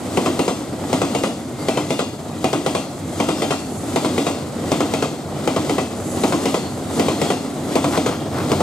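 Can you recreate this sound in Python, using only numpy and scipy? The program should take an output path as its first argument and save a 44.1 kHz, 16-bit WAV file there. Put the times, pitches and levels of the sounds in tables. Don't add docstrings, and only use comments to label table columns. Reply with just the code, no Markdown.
import sys
import numpy as np
from scipy import signal
from scipy.fft import rfft, irfft, next_fast_len
from scipy.io import wavfile
from scipy.ndimage import uniform_filter1d, minimum_filter1d

SR = 44100
rng = np.random.default_rng(int(sys.argv[2]) if len(sys.argv) > 2 else 0)


def wav_out(sig):
    wavfile.write(sys.argv[1], SR, np.round(np.clip(np.atleast_2d(sig).T, -1, 1) * 32767).astype(np.int16))


N = 380141

# second when the first axle hits the joint,
# then how many dB louder the knock, wheel ring, rumble, tread roughness and flange grind are.
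COUPLINGS = [(0.1718, 1, -2.5, -3, 0, 3), (0.9287, 0, -0.5, -0.5, 0, 1), (1.6846, -.5, -0.5, -2, -2.5, 1),
             (2.4421, 0.5, -1, -2, -3, 0), (3.1998, -0.5, 1, -2, -1, 2.5), (3.959, -0.5, -0.5, -1, 0, 3),
             (4.7169, .5, -2.5, -2, 0.5, 0), (5.4748, 0, -3, -1, -0.5, -3), (6.2353, 0, -2, 0, 1, 8),
             (6.9953, 0, -0.5, 1, 2, 2), (7.7545, 0, -3.5, -3, 1, 3), (8.517, 0, -18, 4, 2.5, -12)]
SHAKE, TREAD, FLANGE = range(3, 6)
# seconds after the first; relative levels in dB of thud, boom,
# clang, crack and ring; the boom's pitch in Hz, swell and fade in seconds; clang pitch in Hz;
# the thud's echo delay in seconds and echo level in dB.
AXLES = [(0, -15.5, -18, -22.5, -22.5, -33, 276.4, 0.0066, 0.094, 876, .0185, -11),
         (0.0876, -18, -19, -22, -26, -33.5, 296, 0.03, .2, 1010, 0.022, -10.5),
         (.22, -18, -21, -27, -24, -32.5, 281, 0.011, 0.21, 806, 0.011, -4),
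         (.3069, -18, -27.5, -23.5, -26.5, -31.5, 270.3, .025, 0.27, 1080, 0.032, -7.5)]
# pitch in Hz, relative level in dB, seconds to fade by 60 dB.
WHEEL_TONES = [(2003, 2, 0.16), (2462, -3.5, 0.33), (2743, -4, 0.55), (3160, 0, 0.22), (3446, -5, 0.56),
               (3820, -6, 0.37), (4350, -9, 0.8), (4730, -11, 0.82), (5210, -10, 0.53), (5810, -10.5, 0.61),
               (6470, -6, 0.52), (7300, -12, 0.25), (7610, -3.5, 0.41), (8780, -4.5, 0.32),
               (10000, -11, 0.38)]
# frequency in Hz, relative level in dB.
KNOCK_SPECTRUM = [(50, -50), (85, -30), (140, 1), (280, -4), (500, 1.5), (750, -0.5), (1000, -9.5),
                  (1300, -12), (1750, -24), (3000, -50), (12000, -75)]
# frequency in Hz, likeness from 0 to 1.
NEAR_LIKENESS = [(30, .55), (70, .97), (290, .97), (640, .96), (1400, .94), (3100, .86), (7000, .8),
                 (15000, .5)]
FAR_LIKENESS = [(30, .5), (70, .97), (290, .94), (640, .84), (1400, .72), (3100, .58), (7000, .36),
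                (15000, .1)]


def undb(db):
    return 10 ** (np.asarray(db) / 20)


def unit(x, span_s=None):
    head = x if span_s is None else x[..., :max(int(span_s * SR), 8)]
    return x / np.sqrt(np.mean(head ** 2) + 1e-18)


def at_hz(points, hz):
    row_hz, value = np.transpose(points)
    return np.interp(np.log(np.maximum(hz, 1)), np.log(row_hz), value)


def fade(t, t60):
    return np.exp(-np.log(1000) * t / t60)


def wander(rate):
    knots = rng.standard_normal(4096)
    return 1.2 * np.interp(np.arange(N) / SR * rate, np.arange(len(knots)), knots)


def noise(spectrum, size, likeness=NEAR_LIKENESS):
    n = next_fast_len(size)
    hz = np.fft.rfftfreq(n, 1 / SR)
    like = np.clip(at_hz(likeness, hz), 0, .995)
    white = rfft(rng.standard_normal((2, n)))
    mid, side = white * np.sqrt([1 + like, 1 - like]) * undb(at_hz(spectrum, hz))
    return unit(irfft(np.array([mid + side, mid - side]), n)[:, :size])


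def swell(spectrum, length_s, likeness=NEAR_LIKENESS):
    size = int(length_s * SR)
    return noise(spectrum, size, likeness) * np.sin(np.pi * np.arange(size) / size)


def ring(t, hz, gains, phase_spread):
    turn = phase_spread * rng.standard_normal(len(hz)) * np.array([[1], [-1]])
    phase = (2 * np.pi * hz * t).astype(np.float32)
    return np.cos(turn) @ (gains * np.sin(phase)) + np.sin(turn) @ (gains * np.cos(phase))


def add(out, x, start_s):
    start = int(round(start_s * SR))
    first, last = max(start, 0), min(start + x.shape[-1], N)
    if last > first:
        out[:, first:last] += x[..., first - start:last - start]


def nearness(t, approach_s, recede_s, lead_s):
    strikes = np.add.outer([row[0] for row in COUPLINGS], [axle[0] for axle in AXLES]).reshape(-1, 1)
    since = t - strikes + lead_s
    return np.sum((1 + (since / np.where(since < 0, approach_s, recede_s)) ** 2) ** -2, axis=0)


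def passing(column, far_db, approach_s, recede_s, lead_s):
    t = np.arange(0, N / SR, .002)
    columns = np.transpose(COUPLINGS)
    power = nearness(t, approach_s, recede_s, lead_s) + undb(far_db) ** 2
    level_db = 10 * np.log10(power) + np.interp(t, columns[0] - lead_s, columns[column])
    return np.interp(np.arange(N) / SR, t, level_db)


def on_the_left(x):
    # frequency in Hz, left minus right in dB.
    shadow = [(200, 0), (700, 1.5), (1300, 2), (2400, 5), (4400, 8.5), (8100, 0), (15000, -1)]
    # frequency in Hz, phase lead in radians.
    left_lead = [(0, 0), (1550, 1.14), (1810, 0.46), (2670, 1.23), (3190, 1.2), (3790, 1.3), (4390, 0.7),
                 (5170, 0.05), (5940, 1.4), (6200, 1), (8440, 2), (11500, 3.5), (13200, 5), (15600, 4)]
    size = next_fast_len(N + SR // 10)
    hz = np.fft.rfftfreq(size, 1 / SR)
    side = np.array([[.5], [-.5]])
    gain = undb(side * at_hz(shadow, hz))
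    turn = np.exp(1j * side * np.interp(hz, *np.transpose(left_lead)))
    return irfft(rfft(x, size) * gain * turn, size)[:, :N]


def travelling(spectrum, ahead_db=-7, approach_s=0.055, recede_s=0.15):
    t = np.arange(0, N / SR, .002)
    near = nearness(t, approach_s, recede_s, 0)
    share = np.interp(np.arange(N) / SR, t, near / (near + undb(ahead_db) ** 2))
    beside = np.sqrt(share) * on_the_left(noise(spectrum, N))
    return beside + np.sqrt(1 - share) * noise(spectrum, N, FAR_LIKENESS)


def rolling(rumble_db=-33.5, roar_db=-28, rattle_db=-38.5, hiss_db=-37.5):
    # frequency in Hz, relative level in dB.
    rumble_spectrum = [(20, -26), (40, -37), (60, -18.5), (75, -14), (92, -1.5), (115, -8.5), (140, -2),
                       (190, -8), (260, -15.5), (500, -55)]
    roar_spectrum = [(130, -32), (200, -4), (245, 1.5), (300, -1), (350, -3.5), (450, -8.5), (730, -10),
                     (900, -16.5), (1300, -19), (1720, -27.5), (2020, -24.5), (2700, -32), (5000, -33),
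                     (14000, -70)]
    hiss_spectrum = [(1200, -34), (2100, -19), (2800, -2), (3400, 1), (4700, -1), (5600, -3), (6700, -1),
                     (8400, 2), (9500, -5), (13500, -12), (16000, -23)]
    rumble = passing(SHAKE, far_db=1, approach_s=0.11, recede_s=.025, lead_s=0.09)
    roar = passing(TREAD, far_db=-1.5, approach_s=.16, recede_s=0.13, lead_s=0.0091)
    hiss = passing(TREAD, far_db=-7, approach_s=0.078, recede_s=0.091, lead_s=0.0017)
    bumps_db = wander(45)
    out = undb(rumble + rumble_db) * noise(rumble_spectrum, N)
    out += undb(roar + roar_db + bumps_db) * travelling(roar_spectrum)
    out += undb(rumble + rattle_db) * rattle()
    flicker_db = 1.55 * (bumps_db + wander(160)) / 2
    return out + undb(hiss + hiss_db + flicker_db) * travelling(hiss_spectrum)


def rattle(count=400, t60=0.092, range_db=4):
    out, t = np.zeros((2, N)), np.arange(SR // 10) / SR
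    for place, force in rng.random((count, 2)):
        knock = noise(KNOCK_SPECTRUM, len(t)) * fade(t, t60)
        add(out, undb(range_db * force) * knock, place * N / SR)
    return unit(out)


def singing_wheels(level_db=-46, lead_s=.25, length_s=.55, width_hz=35, scatter=0.032, uneven_db=3):
    out = np.zeros((2, N))
    hz, db, _ = np.transpose(WHEEL_TONES)[:, :, None]
    tilt_db = -np.log2(hz / hz[0])
    grid_hz = np.geomspace(500, 16000, 2000)
    for start_s, *_ in COUPLINGS:
        for lag_s, *_ in AXLES[::2]:
            detune, strength = rng.standard_normal((2, len(hz), 1))
            peaks = undb(db + uneven_db * strength + tilt_db) ** 2
            off_peak = (grid_hz - hz * (1 + scatter * detune)) / width_hz
            power = np.sum(peaks / (1 + off_peak ** 2) ** 2, axis=0)
            tone = swell(np.column_stack([grid_hz, 10 * np.log10(power)]), length_s)
            add(out, undb(level_db) * tone, start_s + lag_s - lead_s)
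    return out


def flanges(rasp_db=-46, grit_db=2.5, squeal_db=-3, waver_db=2.5, width=0.007, skirt=0.03):
    # frequency in Hz, relative level in dB.
    rasp_spectrum = [(4000, -37), (6200, -2), (6800, -0.5), (7700, 2.5), (8800, -3.5), (9600, -2.5),
                     (11000, -5), (12500, -12), (15500, -42)]
    # start in seconds, length in seconds, level in dB.
    slips = [(3.548, 0.59, -42), (5.98, 0.29, -38), (6.881, 0.15, -38.5), (7.86, 0.12, -39.5)]
    # start in seconds, length in seconds, pitch in Hz, relative level in dB.
    squeals = [(1.562, .09, 4630, -40), (3.32, 0.13, 5270, -40), (3.6, 0.23, 11200, -52),
               (3.72, 0.28, 9020, -44), (6.08, 0.16, 10900, -54), (6.3, .36, 2780, -42.5),
               (6.46, 0.29, 4310, -38), (7.0, 0.48, 3340, -42), (7.037, 0.44, 4270, -42),
               (7.606, 0.13, 11200, -46), (7.904, 0.084, 8400, -40), (8.05, 0.24, 3240, -43)]
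    grind = passing(FLANGE, far_db=-1.5, approach_s=0.077, recede_s=0.055, lead_s=0.018)
    rasp = undb(grind + rasp_db) * travelling(rasp_spectrum)
    for start_s, length_s, db in slips:
        add(rasp, undb(db) * swell(rasp_spectrum, length_s, FAR_LIKENESS), start_s)
    squealing = np.zeros((2, N))
    for start_s, length_s, hz, db in squeals:
        narrow_peak = [(hz / 2, -80), (hz * (1 - skirt), -17), (hz * (1 - width), -10), (hz, 0),
                       (hz * (1 + width), -10), (hz * (1 + skirt), -17), (hz * 1.5, -80)]
        add(squealing, undb(db + squeal_db) * swell(narrow_peak, length_s, FAR_LIKENESS), start_s)
    grit = undb(grit_db * (wander(35) + wander(300)) / 2)
    return rasp * grit + squealing * undb(waver_db * wander(40))


def rail_joint(wear_spread=.015, lowest_hz=100):
    out, t = np.zeros((2, N)), np.arange(SR * 2 // 5) / SR
    for start_s, knock_db, wheel_db, *_ in COUPLINGS:
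        wear = wear_spread * rng.standard_normal(2)
        for k, (lag_s, thud_db, boom_db, clang_db, crack_db, ring_db,
                boom_hz, swell_s, boom_t60, clang_hz, echo_s, echo_db) in enumerate(AXLES):
            blow = undb(thud_db + 0.45) * track_thud(t, echo_s, echo_db)
            blow += undb(boom_db - 5) * wagon_boom(t, boom_hz, swell_s, boom_t60)
            blow += undb(clang_db - 1) * bogie_clang(t, clang_hz)
            blow += undb(crack_db) * steel_crack(t)
            blow += undb(-21) * sleeper_thump(t)
            ringing = undb(ring_db + wheel_db + 0.1) * wheel_ring(t, wear[k // 2])
            add(out, undb(knock_db) * blow + ringing, start_s + lag_s)
    return signal.sosfilt(signal.butter(2, lowest_hz, "high", fs=SR, output="sos"), out)


def track_thud(t, echo_s, echo_db, scatter=0.034, uneven_db=2, drop_s=0.001, stones_db=-9):
    # pitch in Hz, relative level in dB, seconds to fade by 60 dB.
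    track_tones = [(160, -11.5, 0.036), (198, -5.5, 0.03), (408, 1.5, 0.041), (481, 8, 0.027),
                   (556, -6.5, 0.063), (657, -5.5, 0.11), (733, -8, 0.12)]
    hz, db, t60 = np.transpose(track_tones)[:, :, None]
    detune, strength = rng.standard_normal((2, len(track_tones), 1))
    late = np.maximum(t - drop_s, 0)
    gains = undb(db + uneven_db * strength) * fade(late, t60) * (1 - np.exp(-late / 0.0014))
    body = ring(late, hz * (1 + scatter * detune), gains, phase_spread=.22)
    echo = np.array([np.interp(t - echo_s, t, channel, left=0) for channel in body])
    stones = noise(KNOCK_SPECTRUM, len(t)) * fade(t, t60=.33) * (1 - np.exp(-t / 0.00092))
    return unit(body + undb(echo_db) * echo, span_s=.015) + undb(stones_db) * unit(stones, span_s=.015)


def wagon_boom(t, hz, swell_s, t60, delay_s=0.00459, scatter=0.0352, upper_ratio=1.14, upper_db=-5):
    late = np.maximum(t - delay_s, 0)
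    pair_hz = hz * np.array([[1], [upper_ratio]]) * (1 + scatter * rng.standard_normal((2, 1)))
    gains = undb([[0], [upper_db]]) * (1 - np.exp(-late / swell_s)) * fade(late, t60)
    return unit(ring(late, pair_hz, gains, phase_spread=.13), span_s=.06)


def bogie_clang(t, hz, rise_s=0.00048, t60=0.15, width=1.3):
    cluster = [(hz / 2, -25), (hz / width, -7), (hz, 0), (hz * width, -6), (hz * 2, -30), (hz * 10, -75)]
    return unit(noise(cluster, len(t)) * (1 - np.exp(-t / rise_s)) * fade(t, t60), span_s=0.0087)


def steel_crack(t, rise_s=0.00075, t60=0.02, tail_db=-10, tail_t60=0.25):
    # frequency in Hz, relative level in dB.
    crack_spectrum = [(700, -4), (1300, 8.5), (1750, -9), (2100, 5.5), (3200, -0.5), (5000, -4.5),
                      (8000, -5.5), (10000, -7), (13000, -20), (16000, -22)]
    envelope = (1 - np.exp(-t / rise_s)) * (fade(t, t60) + undb(tail_db) * fade(t, tail_t60))
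    return unit(noise(crack_spectrum, len(t)) * envelope, span_s=0.0083)


def sleeper_thump(t, hz=165, peak_s=.016, width_s=0.0074, scatter=0.11):
    pitch_hz = hz * (1 + scatter * rng.standard_normal())
    return np.sin(2 * np.pi * pitch_hz * t) * np.exp(-((t - peak_s) / width_s) ** 2)


def wheel_ring(t, wear, scatter=.02, uneven_db=3, sink_per_s=.11, copies=3):
    hz, db, t60 = np.repeat(WHEEL_TONES, copies, axis=0).T[:, :, None]
    detune, strength, side = rng.standard_normal((3, len(hz), 1))
    gains = np.sign(side) * undb(db + uneven_db * strength) * fade(t, t60)
    slowing_t = t - sink_per_s * t ** 2 / 2
    tones = ring(slowing_t, hz * (1 - wear + scatter * detune), gains, phase_spread=0.62)
    return unit(tones, span_s=0.078)


def scrapes(grit_db=3):
    # start in seconds, length in seconds, level in dB.
    bursts = [(7.897, 0.1, -24.5), (8.073, 0.11, -29.5), (8.318, 0.13, -27)]
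    # frequency in Hz, relative level in dB.
    chatter_spectrum = [(250, -1), (600, 4), (1300, 4), (1750, -6), (2800, -10.5), (5000, -13.5),
                        (12000, -18), (16000, -40)]
    out, grit = np.zeros((2, N)), undb(grit_db * wander(220))
    for start_s, length_s, db in bursts:
        add(out, undb(db) * swell(chatter_spectrum, length_s), start_s)
    return out * grit


def limit(x, ceiling=0.76, hold_s=0.00066):
    size = int(hold_s * SR)
    gain = ceiling / np.maximum(np.abs(x).max(0), ceiling)
    return x * uniform_filter1d(minimum_filter1d(gain, size), size)


def scene():
    return on_the_left(rail_joint() + singing_wheels() + scrapes()) + rolling() + flanges()


def record(dry, low_hz=45.8, top_hz=15600):
    # frequency in Hz, left minus right in dB.
    mic_balance = [(60, -0.5), (700, 0), (2400, 0.5), (4400, -2), (8100, -.5), (15000, -6)]
    size = next_fast_len(N + SR // 10)
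    gains = undb(np.array([[.5], [-.5]]) * at_hz(mic_balance, np.fft.rfftfreq(size, 1 / SR)))
    heard = irfft(rfft(dry, size) * gains, size)[:, :N]
    heard = signal.sosfilt(signal.butter(2, low_hz, "high", fs=SR, output="sos"), heard)
    return signal.sosfilt(signal.ellip(10, .2, 80, top_hz, fs=SR, output="sos"), limit(heard))


dry = scene()
out = record(dry)
wav_out(out)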